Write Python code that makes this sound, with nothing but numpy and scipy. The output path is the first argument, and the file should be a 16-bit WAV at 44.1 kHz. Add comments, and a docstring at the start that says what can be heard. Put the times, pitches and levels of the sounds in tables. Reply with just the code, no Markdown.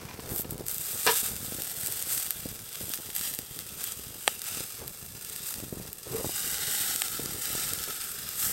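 """Pork slices sizzle on a wire grate: swells of tiny bubble bursts and steam hiss, with sharper fat spits.
A small wood and charcoal fire flutters underneath: filtered noise roars and rushes, gas pockets puff,
flame tongues hoot at climbing pitches. Noise bursts and decaying modes make the steel clank, loudest near
1 s, the wire tink and the burning wood snap three times. Meat drags over the wires as jerky noise."""
import sys
import numpy as np
from scipy import signal
from scipy.fft import rfft, irfft
from scipy.io import wavfile
from scipy.ndimage import uniform_filter1d

SR = 44100
rng = np.random.default_rng(int(sys.argv[2]) if len(sys.argv) > 2 else 0)


def digitize_waveform(pressure):
    """Quantize a signal to 16-bit integers and store it at the path in sys.argv[1].

    Rows of a 2-D input are taken as channels; values are limited to [-1, 1].
    """
    field = np.atleast_2d(pressure).T
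    bounded = np.clip(field, -1, 1)
    quanta = np.round(bounded * 32767).astype(np.int16)
    wavfile.write(sys.argv[1], SR, quanta)


N = 375732
TIME = np.arange(N) / SR
FINE_HZ = 10500  # the finest spray lies above this

# spectrum of the fine spray: hz, level_db
SPRAY_SPECTRUM = [(2400, -28.5), (5100, -10), (6850, -3.5), (7600, 0.2), (8350, 2.5), (9250, -2.5),
                  (10400, -8), (11300, -4), (12400, -2), (13600, -1.2), (14900, -14), (15700, -4)]
# spectrum of the coarse frying: hz, level_db
FRYING_SPECTRUM = [(300, -17.5), (620, -6), (800, -2), (1000, -10), (1300, 1.5), (1550, -0.5), (1820, -0.5),
                   (2350, -3), (2780, 2), (3000, -1), (3700, 2), (4300, 0.5), (4950, 4.5), (5600, 2),
                   (6200, 3), (6800, 1), (10000, -5.5)]


def undb(db):
    """Decibels to gain."""
    return 10 ** (np.asarray(db) / 20)


def unit(x):
    """Scale to rms 1."""
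    return x / np.sqrt(np.mean(x ** 2))


def curves(table):
    """Each column of a curve table, interpolated sample by sample."""
    s, *columns = np.transpose(table)
    return [np.interp(TIME, s, column) for column in columns]


def add(track, start_s, sound):
    """Mix a short sound into a track."""
    start = max(int(start_s * SR), 0)
    track[start:start + len(sound)] += sound[:max(N - start, 0)]


def response(spectrum, size=4096):
    """Minimum-phase impulse response of a spectrum, with unit energy."""
    hz, db = np.transpose(spectrum)
    bins_hz = np.maximum(np.arange(size // 2 + 1) * SR / size, 1)
    gain = undb(np.interp(np.log(bins_hz), np.log(hz), db))
    cepstrum = irfft(np.log(gain))
    # fold the cepstrum to make the response causal
    cepstrum[1:size // 2] *= 2
    cepstrum[size // 2 + 1:] = 0
    h = irfft(np.exp(rfft(cepstrum)))
    return h / np.sqrt(np.sum(h ** 2))


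def colour(x, spectrum):
    """Filter a sound with a spectrum."""
    return signal.oaconvolve(x, response(spectrum))[:len(x)]


def highpass(x, hz, order=2):
    """Take away the bass below hz."""
    return signal.sosfilt(signal.butter(order, hz, "high", fs=SR, output="sos"), x)


def walk(rate_hz):
    """Slow chance: random levels joined by ramps, rms 1."""
    step = max(int(SR / rate_hz), 1)
    levels = np.repeat(rng.standard_normal(N // step + 1), step)
    return unit(uniform_filter1d(levels, step)[:N])


def flurries(rate_hz, decay_s):
    """Chance that jumps up at random moments and dies back; mean 0, spread 1."""
    jumps = (rng.random(N) < rate_hz / SR) * rng.uniform(0.59, 1, N)
    level = np.sqrt(signal.lfilter([1], [1, -np.exp(-1 / (decay_s * SR))], jumps))
    return unit(level - np.mean(level))


def bursts(rate_hz, spread_db, limit=4):
    """Random impulses of either sign, with exponentially spread levels in dB; rms 1."""
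    happens = rng.random(N) < rate_hz / SR
    size = undb(spread_db * np.minimum(rng.exponential(size=N), limit))
    return unit(happens * size * rng.choice([-1, 1], N))


def strays(level_db, over_db, spread_db, count):
    """Small events at random moments that follow a level: start_s, level_db, a deviation of spread 1."""
    at = rng.integers(0, N, count)
    size, deviation = rng.standard_normal((count, 2)).T
    event_db = level_db[at] + over_db + spread_db * np.clip(size, -2, 1.5)
    return zip(at / SR, event_db, deviation)


def ring(modes, t, disorder=0):
    """Free ringing of hz, level_db, t60_s modes; disorder puts the higher ones out of step."""
    hz = np.transpose(modes)[0]
    phases = disorder * 2 * np.pi * rng.random(len(modes)) * np.minimum(hz / 1000, 1) ** 2
    total = np.zeros(len(t))
    for (f, db, t60_s), phase in zip(modes, phases):
        total += undb(db) * np.sin(2 * np.pi * f * t + phase) * np.exp(-np.log(1000) * t / t60_s)
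    return total


def crack(t, tail, decay_s):
    """One impulse and a short scatter from the surfaces nearby."""
    x = tail * rng.standard_normal(len(t)) * np.exp(-t / decay_s)
    x[0] = 1
    return x


def envelope(start_s, rise_s, hold_s, fall_s):
    """A rounded rise, a hold and an exponential fall."""
    age = TIME - start_s
    up = np.clip(age / rise_s, 0, 1)
    return up * (2 - up) * np.exp(-np.clip((age - rise_s - hold_s) / fall_s, 0, 20))


def together(parts):
    """Power sum of (gain, colour_db) parts: its level and its colour, both in dB."""
    power = sum(gain * gain for gain, _ in parts)
    coloured = sum(gain * gain * undb(db) ** 2 for gain, db in parts)
    return 10 * np.log10(power), 10 * np.log10(coloured / power)


def boiling():
    """Strength and freshness of the boil in dB: a simmer, and a swell at each touch of meat on hot wire."""
    # steady simmer of the meat on the grate: start_s, level_db
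    simmer = [(0, -52), (.62, -52.5), (.85, -39.5), (2.3, -43.5), (3.05, -43.5), (3.6, -43.5), (4.9, -44),
              (5.7, -47.5), (6.0, -47), (6.4, -36), (7.3, -37), (8.5, -38.5)]
    # juice boils up, finer on fresh meat: start_s, level_db, rise_s, hold_s, fall_s, freshness_db
    swells = [(.17, -48, .1, .06, .04, 0), (0.273, -37.5, 0.11, 0.031, 0.019, 8),
              (0.499, -43.5, .005, 0.0056, 0.026, 8), (0.655, -39.5, 0.012, 0.089, 0.06, 6.5),
              (0.762, -34.5, 0.12, 0.33, 0.036, 2.5), (1.035, -29, 0.063, 0.079, 0.082, 2.5),
              (1.23, -33.5, 0.017, 0.024, 0.086, 1.5), (1.4, -40, 0.035, 0.27, 0.062, 2),
              (1.746, -36.5, 0.047, 0.23, .05, 2.5), (2.047, -29.5, 0.091, 0.023, 0.13, 2.5),
              (2.703, -40, 0.23, 0.029, .015, 3), (3.142, -33, 0.018, 0.11, 0.072, 2.5),
              (3.742, -39.5, 0.082, 0.09, 0.12, 1), (4.181, -39.5, 0.053, 0.084, 0.054, 1),
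              (4.393, -35, 0.18, 0.028, 0.085, -2.5), (5.18, -41, 0.17, 0.044, 0.026, 1),
              (5.416, -35, 0.055, 0.019, 0.092, 2.5), (6.025, -43.5, .005, 0.03, 0.027, -11),
              (6.062, -37.5, 0.16, 0.25, 0.041, -1), (6.316, -34, 0.064, 0.32, .05, 0),
              (6.647, -30, 0.11, 0.19, 0.16, 0.5), (7.408, -33.5, 0.016, 0.24, 0.32, 0),
              (8.347, -27.5, 0.097, 0.028, 0.076, 3.5)]
    simmer_db, = curves(simmer)
    parts = [(undb(simmer_db), 2)]  # simmer freshness, dB
    for s, db, rise_s, hold_s, fall_s, fresh_db in swells:
        parts.append((undb(db) * envelope(s, rise_s, hold_s, fall_s), fresh_db))
    return together(parts)


def fizzle(grains, share, decay_s):
    """Each burst trails off in its own brief noise fizz, with a share of its energy."""
    pole = np.exp(-1 / (decay_s * SR))
    power = signal.lfilter([1 - pole], [1, -pole], grains ** 2)
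    return unit(grains + np.sqrt(share * power) * rng.standard_normal(N))


def steamy(grains, steam_db):
    """Bursts mixed with a hiss of steam, at constant power."""
    return (grains + undb(steam_db) * rng.standard_normal(N)) / np.hypot(1, undb(steam_db))


def scatter(x, share, count=8):
    """Short echoes off meat, tongs and firebox come and go, so the colour keeps shifting."""
    lags = np.geomspace(.0008, .005, count) * SR
    echoes = sum(walk(2.6) * np.roll(x, int(lag)) for lag in lags)
    return unit(x + share * echoes)


def resonate(centre_hz, width_hz):
    """Noise in a resonance whose centre may move every sample."""
    pole = np.exp(-np.pi * width_hz / SR)
    noise = rng.standard_normal(N) + 1j * rng.standard_normal(N)
    baseband = signal.lfilter([1], [1, -pole], noise)
    return unit((baseband * np.exp(2j * np.pi * np.cumsum(centre_hz) / SR)).real)


def blisters(count, low_hz, high_hz, cycles, spread_db):
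    """Larger bubbles of fat, each a tiny decaying ping at its own pitch."""
    t = TIME[:300]
    when, pitch, size = rng.random((count, 3)).T[:, :, None]
    hz = low_hz * (high_hz / low_hz) ** pitch
    gain = undb(-spread_db * np.log(size + 0.02))
    pings = gain * np.sin(2 * np.pi * hz * t) * np.exp(-t * hz / cycles)
    places = (when * N).astype(int) + np.arange(len(t))
    return unit(np.bincount(places.ravel(), pings.ravel(), N)[:N])


def sizzle(level_db, fresh_db):
    """Tiny bubbles burst over a hiss of steam; each burst has a bright spray and a coarser body."""
    # the gap under the meat rings faintly and changes as slices move: start_s, centre_hz, level_re_frying_db
    gap_curve = [(.5, 3560, -18), (1.1, 3680, -10), (1.35, 3487, -15), (2.3, 3404, -12.5),
                 (3.2, 3335, -9.5), (4.15, 3220, -13), (4.35, 2770, -9), (5.1, 2720, -37), (5.35, 3760, -9),
                 (6.0, 3780, -25), (6.6, 3766, -11.5), (8.5, 3835, -18)]
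    # frying spectrum once the slices lie flat: hz, level_db
    flat_spectrum = [(300, -8), (620, -14), (820, -1.5), (1000, -17), (1280, 3.5), (1600, 2), (1900, 0),
                     (2200, -2), (2480, -4), (2850, 1.5), (3250, 0.5), (3750, 2), (4250, -0.5), (5150, 4),
                     (6500, -1), (10000, -11)]
    flat_s, flatten_s = 6.3, 0.14  # the slices are pulled flat across the grate: start, duration
    usual_boil_db, usual_bursts_hz = -37.5, 1800
    steam_db, flat_steam_db = -4.5, 5.5  # hiss re bursts, and its gain once flat

    gap_hz, gap_db = curves(gap_curve)
    flat = np.clip((TIME - flat_s) / flatten_s, 0, 1)
    hiss_db = steam_db + flat_steam_db * flat
    vigour_db = level_db - usual_boil_db
    # the coarse part falls behind as the boil grows and on fresh meat
    coarse_db = -4 - 0.23 * vigour_db - 0.56 * fresh_db

    # strong boiling has more bursts, so it sounds smoother
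    rate_hz = usual_bursts_hz * undb(.35 * vigour_db)
    grains = bursts(rate_hz, spread_db=2.8, limit=5.0) / np.sqrt(rate_hz / np.mean(rate_hz))
    grains = grains * undb(1.0 * walk(160))  # little clusters, 1 dB deep
    grains = fizzle(grains, share=0.37, decay_s=0.0043)

    mist = scatter(steamy(grains, hiss_db), share=.06)
    spray = unit(colour(mist, SPRAY_SPECTRUM))
    finest = signal.sosfiltfilt(signal.butter(3, FINE_HZ, "high", fs=SR, output="sos"), spray)
    spray = unit(spray + (undb(fresh_db) - 1) * finest)

    boil = scatter(steamy(grains, hiss_db), share=.12)
    heaped_frying = unit(colour(boil, FRYING_SPECTRUM))
    flat_frying = unit(colour(boil, flat_spectrum))
    frying = (1 - flat) * heaped_frying + flat * flat_frying
    pings = blisters(count=2600, low_hz=1360, high_hz=9360, cycles=9.3, spread_db=5)
    gap = resonate(gap_hz, width_hz=300)
    coarse = unit(frying + undb(gap_db + 2 * walk(18)) * gap + undb(-18.5) * pings)
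    coarse_db = coarse_db + 0.95 * flurries(49, decay_s=0.014)  # the frying also flickers alone

    # juice reaches the wire in quick and slower flurries
    uneven_db = 1.12 * flurries(62, decay_s=0.0025) + 0.78 * flurries(26, decay_s=0.029)
    return undb(level_db + uneven_db) * (undb(0.5) * spray + undb(coarse_db) * coarse)


def burning():
    """Strength and rush of the fire in dB: calm burning that licks up now and then, and gusts."""
    # the fire between gusts: start_s, level_db
    calm = [(0, -51.5), (.8, -52.5), (1.7, -52), (2.6, -54.5), (4.3, -54), (5.4, -55), (6.4, -51),
            (8.0, -55), (8.5, -50)]
    # gusts, with the rush of fast gas: start_s, length_s, level_db, rush_re_level_db
    gusts = [(-.03, 0.21, -46.5, -3.5), (0.215, 0.15, -41.5, 0.5), (0.414, 0.25, -43.5, -3.5),
             (0.927, 0.029, -45, 3), (1.227, 0.27, -46.5, -5), (1.477, 0.16, -46.5, -5),
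             (1.863, 0.024, -60, 11), (2.15, 0.017, -49, -7), (2.373, 0.17, -47.5, -11),
             (2.8, 0.051, -46, -12), (2.84, 0.15, -63, 5), (3.17, 0.046, -57, -18), (3.27, 0.069, -48, -12),
             (3.97, 0.15, -50.5, -18), (4.552, 0.071, -51, -11), (4.784, 0.057, -42.5, 1.5),
             (4.99, 0.16, -47.5, -10), (5.54, 0.15, -47.5, -9), (5.705, 0.18, -46.5, -2.5),
             (6.05, 0.07, -46.5, 4.5), (6.115, 0.1, -43, 5.5), (6.344, 0.59, -62, 3),
             (7.158, 0.24, -46, -0.5), (7.402, 0.43, -48, -1.5), (7.87, 0.021, -54, 15.5),
             (8.411, 0.13, -43, -18)]
    rise_share, fall_s = 0.32, 0.017  # part of its length that a gust takes to build; its dying away
    calm_db, = curves(calm)
    licks_db = 2 * flurries(10, decay_s=0.033)
    parts = [(undb(calm_db + licks_db), 0)]  # calm rush, dB
    for s, length_s, db, rush_db in gusts:
        shape = envelope(s, rise_share * length_s, (1 - rise_share) * length_s, fall_s)
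        parts.append((undb(db) * shape, rush_db))
    return together(parts)


def flames(level_db, rush_db):
    """Turbulent burning: an uneven low roar, and a higher rush when the gas speeds up."""
    # low roar: hz, level_db
    roar_spectrum = [(15, -24), (35, -5.5), (70, 0), (135, 1), (220, -4.5), (330, -13.5), (500, -16.5),
                     (800, -21), (1600, -30)]
    # rush of fast gas: hz, level_db
    rush_spectrum = [(150, -8), (300, -5), (430, 3.5), (600, -6), (900, -10.5), (1300, -11), (4000, -34)]
    flutter = bursts(260, spread_db=9.0, limit=2.95) + undb(-4.0) * rng.standard_normal(N)
    roar = undb(-1.5) * unit(colour(flutter, roar_spectrum))
    turbulence = bursts(500, spread_db=4.5, limit=3.9) + rng.standard_normal(N)
    rush = undb(rush_db - 4.5) * unit(colour(turbulence, rush_spectrum))
    return undb(level_db) * (roar + rush)


def rustle():
    """Meat sticks and slips softly over the wires in little jerks."""
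    # bell-shaped drags: centre_s, half_width_s (to 1/e), level_db
    drags = [(0.092, 0.13, -47.5), (0.325, 0.04, -55), (4.815, .022, -52), (6.17, 0.054, -48)]
    # rubbing noise: hz, level_db
    rub_spectrum = [(400, -12), (700, 8), (970, 9.5), (1300, 5), (2100, 5.5), (3500, 0), (6000, 1.5),
                    (10000, -16.5)]
    drag = sum(undb(db) * np.exp(-((TIME - s) / half_width_s) ** 2) for s, half_width_s, db in drags)
    rub = colour(bursts(900, spread_db=-2.5), rub_spectrum)
    return drag * unit(undb(2.2 * walk(60)) * rub)


def puffs(roar_db):
    """A pocket of gas flares: one push of pressure, a shallow suction, and a short flutter in its wake."""
    # the largest pockets that catch fire: start_s, level_db, pitch_hz
    large = [(.034, -31, 380), (.192, -26, 360), (.229, -37, 350), (.26, -32, 400), (.303, -28, 400),
             (.32, -25, 350), (.337, -27, 334), (.397, -23, 400), (.454, -25, 260), (.525, -25, 300),
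             (.557, -28, 280), (.59, -38, 300), (.608, -22, 340), (.956, -34, 330), (1.231, -32, 280),
             (1.429, -32, 260), (1.523, -24, 350), (1.55, -28, 230), (1.586, -26, 280), (1.604, -32, 350),
             (1.886, -30, 520), (2.072, -33.5, 380), (2.174, -35, 260), (2.458, -20.5, 293),
             (2.811, -27, 370), (2.883, -32, 400), (2.902, -29.5, 380), (2.989, -33, 400),
             (3.001, -32, 430), (3.091, -32, 380), (3.21, -34, 230), (3.314, -36, 300), (3.337, -41, 300),
             (3.391, -26, 320), (3.565, -36, 300), (3.572, -37, 300), (3.995, -32, 264),
             (4.573, -28.5, 288), (4.606, -26, 340), (4.82, -31, 380), (5.563, -35, 230),
             (5.601, -29.5, 320), (5.627, -29, 280), (5.637, -25.5, 270), (5.666, -36, 260),
             (5.727, -20, 276), (5.735, -34, 330), (5.772, -25.5, 260), (5.80, -27, 360), (6.067, -36, 380),
             (6.148, -25, 250), (6.211, -32, 380), (6.246, -17, 487), (6.259, -26, 380), (6.268, -22, 180),
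             (6.294, -23, 564), (6.894, -34, 350), (6.955, -32, 300), (7.147, -35, 280), (7.198, -23, 368),
             (7.239, -31, 240), (7.26, -27, 260), (7.294, -31, 242), (7.322, -30, 300), (7.347, -30, 282),
             (7.385, -33, 300), (7.504, -30, 328), (7.552, -23.5, 405), (7.579, -32, 320),
             (7.594, -34, 330), (7.73, -29, 280), (7.887, -34, 453), (8.497, -31, 350)]
    usual_hz = 342
    wake_db, wake_rise_s = -20, 0.0033
    out, t = np.zeros(N), TIME[:2560]
    lead_s = TIME[512]  # room for the push to build before its peak
    age = np.maximum(t - lead_s, 0) / wake_rise_s
    wake = undb(wake_db) * age * np.exp(1 - age)
    chance = strays(roar_db, over_db=9, spread_db=3, count=32)
    small = [(s, db, usual_hz * np.exp(0.14 * z)) for s, db, z in chance]
    for s, db, hz in list(large) + small:
        u = (t - lead_s) * hz * 5.22
        push = np.exp(-u ** 2) - 0.14 * np.exp(-((u - 1.2) / 5.1) ** 2)
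        band = signal.butter(2, [0.52 * hz, 1.54 * hz], "band", fs=SR, output="sos")
        eddies = unit(signal.sosfilt(band, rng.standard_normal(len(t))))
        add(out, s - lead_s, undb(db) * (push + wake * eddies))
    return highpass(out, hz=55)


def taps():
    """Light touches of the tongs make a wire tink in its decaying modes."""
    # touches: start_s, peak_db
    touches = [(.0868, -32), (.0895, -37), (0.111, -35), (4.776, -48)]
    # modes of the wire: hz, level_db, t60_s
    wire_modes = [(994, -1, 0.056), (1030, -4, 0.036), (1480, -10, .02), (2060, -3, .025),
                  (2420, 3.5, 0.018), (3400, -6, .012), (5060, -9, .01)]
    out = np.zeros(N)
    for s, db in touches:
        tink = ring(wire_modes, TIME[:4096], disorder=0.97)
        add(out, s, undb(db) * tink / np.max(np.abs(tink)))
    return out


def clanks():
    """Each blow rattles the grate densely and rings the steel until it is damped."""
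    # blows on the steel, deadened by the meat: start_s, level_db, rattle_decay_s
    blows = [(0.196, -19, 0.002), (0.445, -19, 0.003), (1.0644, -2, 0.011), (1.0712, -2.5, 0.019),
             (1.0917, -7.5, 0.018)]
    # modes of the steel before that damping: hz, level_db, t60_s
    steel_modes = [(443, 4, .22), (474, 0, .22), (762, -5, .35), (940, -5, .2), (974, -.5, .3),
                   (1010, -2, .3), (1072, -8, .3), (1244, -11, .4), (1277, -5, .4), (1671, -4.5, .5),
                   (1770, -3, .5), (2339, -8, .3), (2433, -11, .3), (2780, -3.5, .4), (2952, -7, .35),
                   (3178, -9, .2), (3488, -10, .25), (3668, -11, .3), (3898, -9, .1), (4203, -10, .4),
                   (4355, -11, .2), (5230, -11, .2), (5830, -11, .15)]
    # rattle: hz, level_db
    thud_spectrum = [(50, -30), (130, 0), (340, -6.5), (450, 6), (610, -7), (780, -3), (950, 5), (1130, -3),
                     (1700, 1), (2000, -4), (2800, -3), (4000, -4), (5800, -6), (6500, -15), (15000, -23)]
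    out, t = np.zeros(N), TIME[:SR // 4]
    for s, db, decay_s in blows:
        contacts = rng.standard_normal(len(t)) * (rng.random(len(t)) < 3800 / SR)
        rattle = unit(colour(contacts, thud_spectrum)) * np.exp(-t / decay_s)
        steel = ring(steel_modes, t, disorder=0.87) * np.exp(-t / (3.0 * decay_s))
        onset = 1 - np.exp(-t / (0.08 * decay_s))
        add(out, s, undb(db) * onset * (undb(-17.0) * rattle + undb(-26.5) * steel))
    return out


def spits(boil_db):
    """Single drops of fat burst with a sharp tick and a brief fizz; each has its own colour."""
    # the loudest drops, and at 1.066 s the bright crack of the first heavy blow on the steel: start_s,
    # level_db, low_body_re_top_db, finest_spray_lift_db
    large = [(.2924, -25, 3, 0), (.3618, -13, -18, 10), (.392, -17, -13, 4), (.4092, -16, -17, 12),
             (.4181, -17, -17, 10), (.5087, -16.5, -16, 8), (.58, -24, -7, 3), (.666, -18.5, -8, 2),
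             (.6842, -13, -11, -1), (.6955, -23, -20, -2), (.7135, -16, -8, 3), (.719, -25, -5, 3),
             (.7444, -17, -24, 5.5), (.7823, -16, -17, 6), (.919, -17, -19, 8), (1.066, -10.5, -12, -5),
             (1.141, -17, -12, -1), (1.1859, -14, -10, 1), (1.1914, -22, -17, 5), (1.365, -19, -2, -3),
             (1.6204, -14, -3, 3), (1.6364, -21, -11, 4), (1.862, -15, -8, 0), (1.871, -14, -15, 2),
             (1.9237, -16, -14, 3), (2.025, -14, -14, 1), (2.1783, -12, -2, 1), (2.2315, -30, -28, -2),
             (2.307, -8.5, -10, 8), (2.5922, -25, 7, -1), (2.691, -25, -5, 4), (2.7558, -21.5, 4, -2),
             (2.806, -25, -3, 4), (2.894, -18, -14, 8), (2.9373, -12, 2.5, 2), (2.9439, -18, -12, 5),
             (2.9755, -22, 1, -3), (3.152, -16, -13, 7), (3.1639, -14, -8, 5), (3.194, -17, -4, 4),
             (3.212, -15, -2, 1), (3.339, -19, -8, 8), (3.349, -17, -18, 3), (3.389, -13, -5.5, 6),
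             (3.3974, -30, -3, 3), (3.5905, -16.5, -1, 4), (3.841, -13.5, -8, 2), (3.846, -23, -14, 2),
             (3.9218, -22, -20, -14), (4.3667, -40, -14, -2), (4.3936, -22, -10, -2), (4.4183, -17, -3, 0),
             (4.4415, -21, -11, 5), (4.6064, -20, -12, -1), (4.879, -17.5, -11, 7), (5.2487, -22, -4, -3),
             (5.2986, -23.5, -20, -2), (5.362, -19, -6, 3), (5.509, -25, -12, 4), (5.541, -17, 3, -2),
             (5.602, -23, -1, -2), (5.7815, -35, -12, -5), (5.93, -18.5, -12, 6), (5.9845, -31, -14, 1),
             (6.544, -18, 3, -2), (6.583, -19, 5, 0), (6.7125, -19, -4, 0), (6.961, -12, -10, -1),
             (7.083, -19, 6, 0), (7.2593, -17, 3, -7), (7.456, -15, -4, 6), (7.492, -21, -4, 1),
             (7.53, -16, -16, 15), (7.735, -10.5, -6, 2), (7.789, -22, 8, 7), (7.8393, -17.5, 5, 3),
             (8.2903, -16.5, -9, 3)]
    out, t = np.zeros(N), TIME[:1024]
    body = highpass(response(FRYING_SPECTRUM, size=256), hz=900)
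    chance = strays(boil_db, over_db=6, spread_db=4, count=60)
    small = [(s, db, -17 + 5 * z, 3 * rng.standard_normal()) for s, db, z in chance]
    for s, db, body_db, fine_db in list(large) + small:
        lifted = [(hz, level_db + fine_db * (hz > FINE_HZ)) for hz, level_db in SPRAY_SPECTRUM]
        tick = response(lifted, size=256) + undb(body_db) * body
        fizz = crack(t, tail=.07, decay_s=.0014)
        fizz = fizz + .018 * rng.standard_normal(len(t)) * np.exp(-t / .006)
        add(out, s, undb(db + 7.5) * np.convolve(fizz, tick / np.max(np.abs(tick))))
    return out


def snaps():
    """A steam pocket splits the log: a dry knock with a sharp edge; the smaller the split, the less bass."""
    # splits: start_s, peak_db, edge_re_knock_db, pitch_factor, thin_below_hz
    splits = [(3.1024, -21.5, -15, 1.1, 4000), (4.278, 0.2, -6.5, 1.0, 240), (7.0197, -3, 3.5, 0.99, 3000)]
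    # modes of the log at pitch factor 1: hz, level_db, t60_s
    wood_modes = [(540, -15, 0.046), (830, 5, 0.013), (1260, -2, 0.016), (1810, -2, 0.017),
                  (2160, 3, 0.0061), (2690, 9.5, 0.004), (3210, 8, 0.0066), (3870, 0, 0.011),
                  (4350, -3, 0.0064), (5640, -1.5, 0.0092), (7430, 0, 0.0071), (8770, 9, 0.0053),
                  (12700, -26, 0.0027)]
    out, t = np.zeros(N), TIME[:2048]
    for s, db, edge_db, pitch, thin_hz in splits:
        knock = highpass(ring(wood_modes, t * pitch), hz=405)
        knock = highpass(knock, thin_hz, order=1)
        edge = colour(crack(t, tail=.17, decay_s=.001), SPRAY_SPECTRUM)
        snap = undb(edge_db) * edge / np.max(np.abs(edge)) + knock / np.max(np.abs(knock))
        add(out, s, undb(db) * snap / np.max(np.abs(snap)))
    return out


def flares():
    """Each tongue of flame hoots briefly at a wavering pitch that climbs as the gas heats."""
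    # tongues of flame: start_s, peak_db, start_pitch_hz, rise_s
    tongues = [(6.088, -47, 350, 0.0092), (6.112, -37, 360, 0.014), (6.146, -28.5, 375, 0.0073),
               (6.18, -37, 380, 0.006), (6.197, -38, 472, .008), (7.194, -26.5, 390, 0.0022)]
    climb_share, climb_s = 0.29, 0.015
    out = np.zeros(N)
    for s, db, hz, rise_s in tongues:
        age = np.maximum(TIME - s, 0)
        climb = climb_share * (1 - np.exp(-age / climb_s))
        phase = 2 * np.pi * np.cumsum(hz * (1 + climb + 0.11 * walk(160))) / SR
        out += undb(db) * age / rise_s * np.exp(1 - age / rise_s) * np.sin(phase)
    return out


def scene():
    """The grill in the open air, with no room around it."""
    boil_db, fresh_db = boiling()
    roar_db, rush_db = burning()
    meat = sizzle(boil_db, fresh_db) + spits(boil_db)
    fire = flames(roar_db, rush_db) + puffs(roar_db) + flares() + snaps()
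    handling = rustle() + taps() + clanks()
    return (meat + handling + fire)[None]


def record(dry):
    """The recorder clips at full scale and cuts the top above 15750 Hz."""
    top_cut = signal.ellip(10, .1, 70, 15750, fs=SR, output="sos")
    return signal.sosfilt(top_cut, np.clip(dry, -1, 1))


dry = scene()
out = record(dry)
digitize_waveform(out)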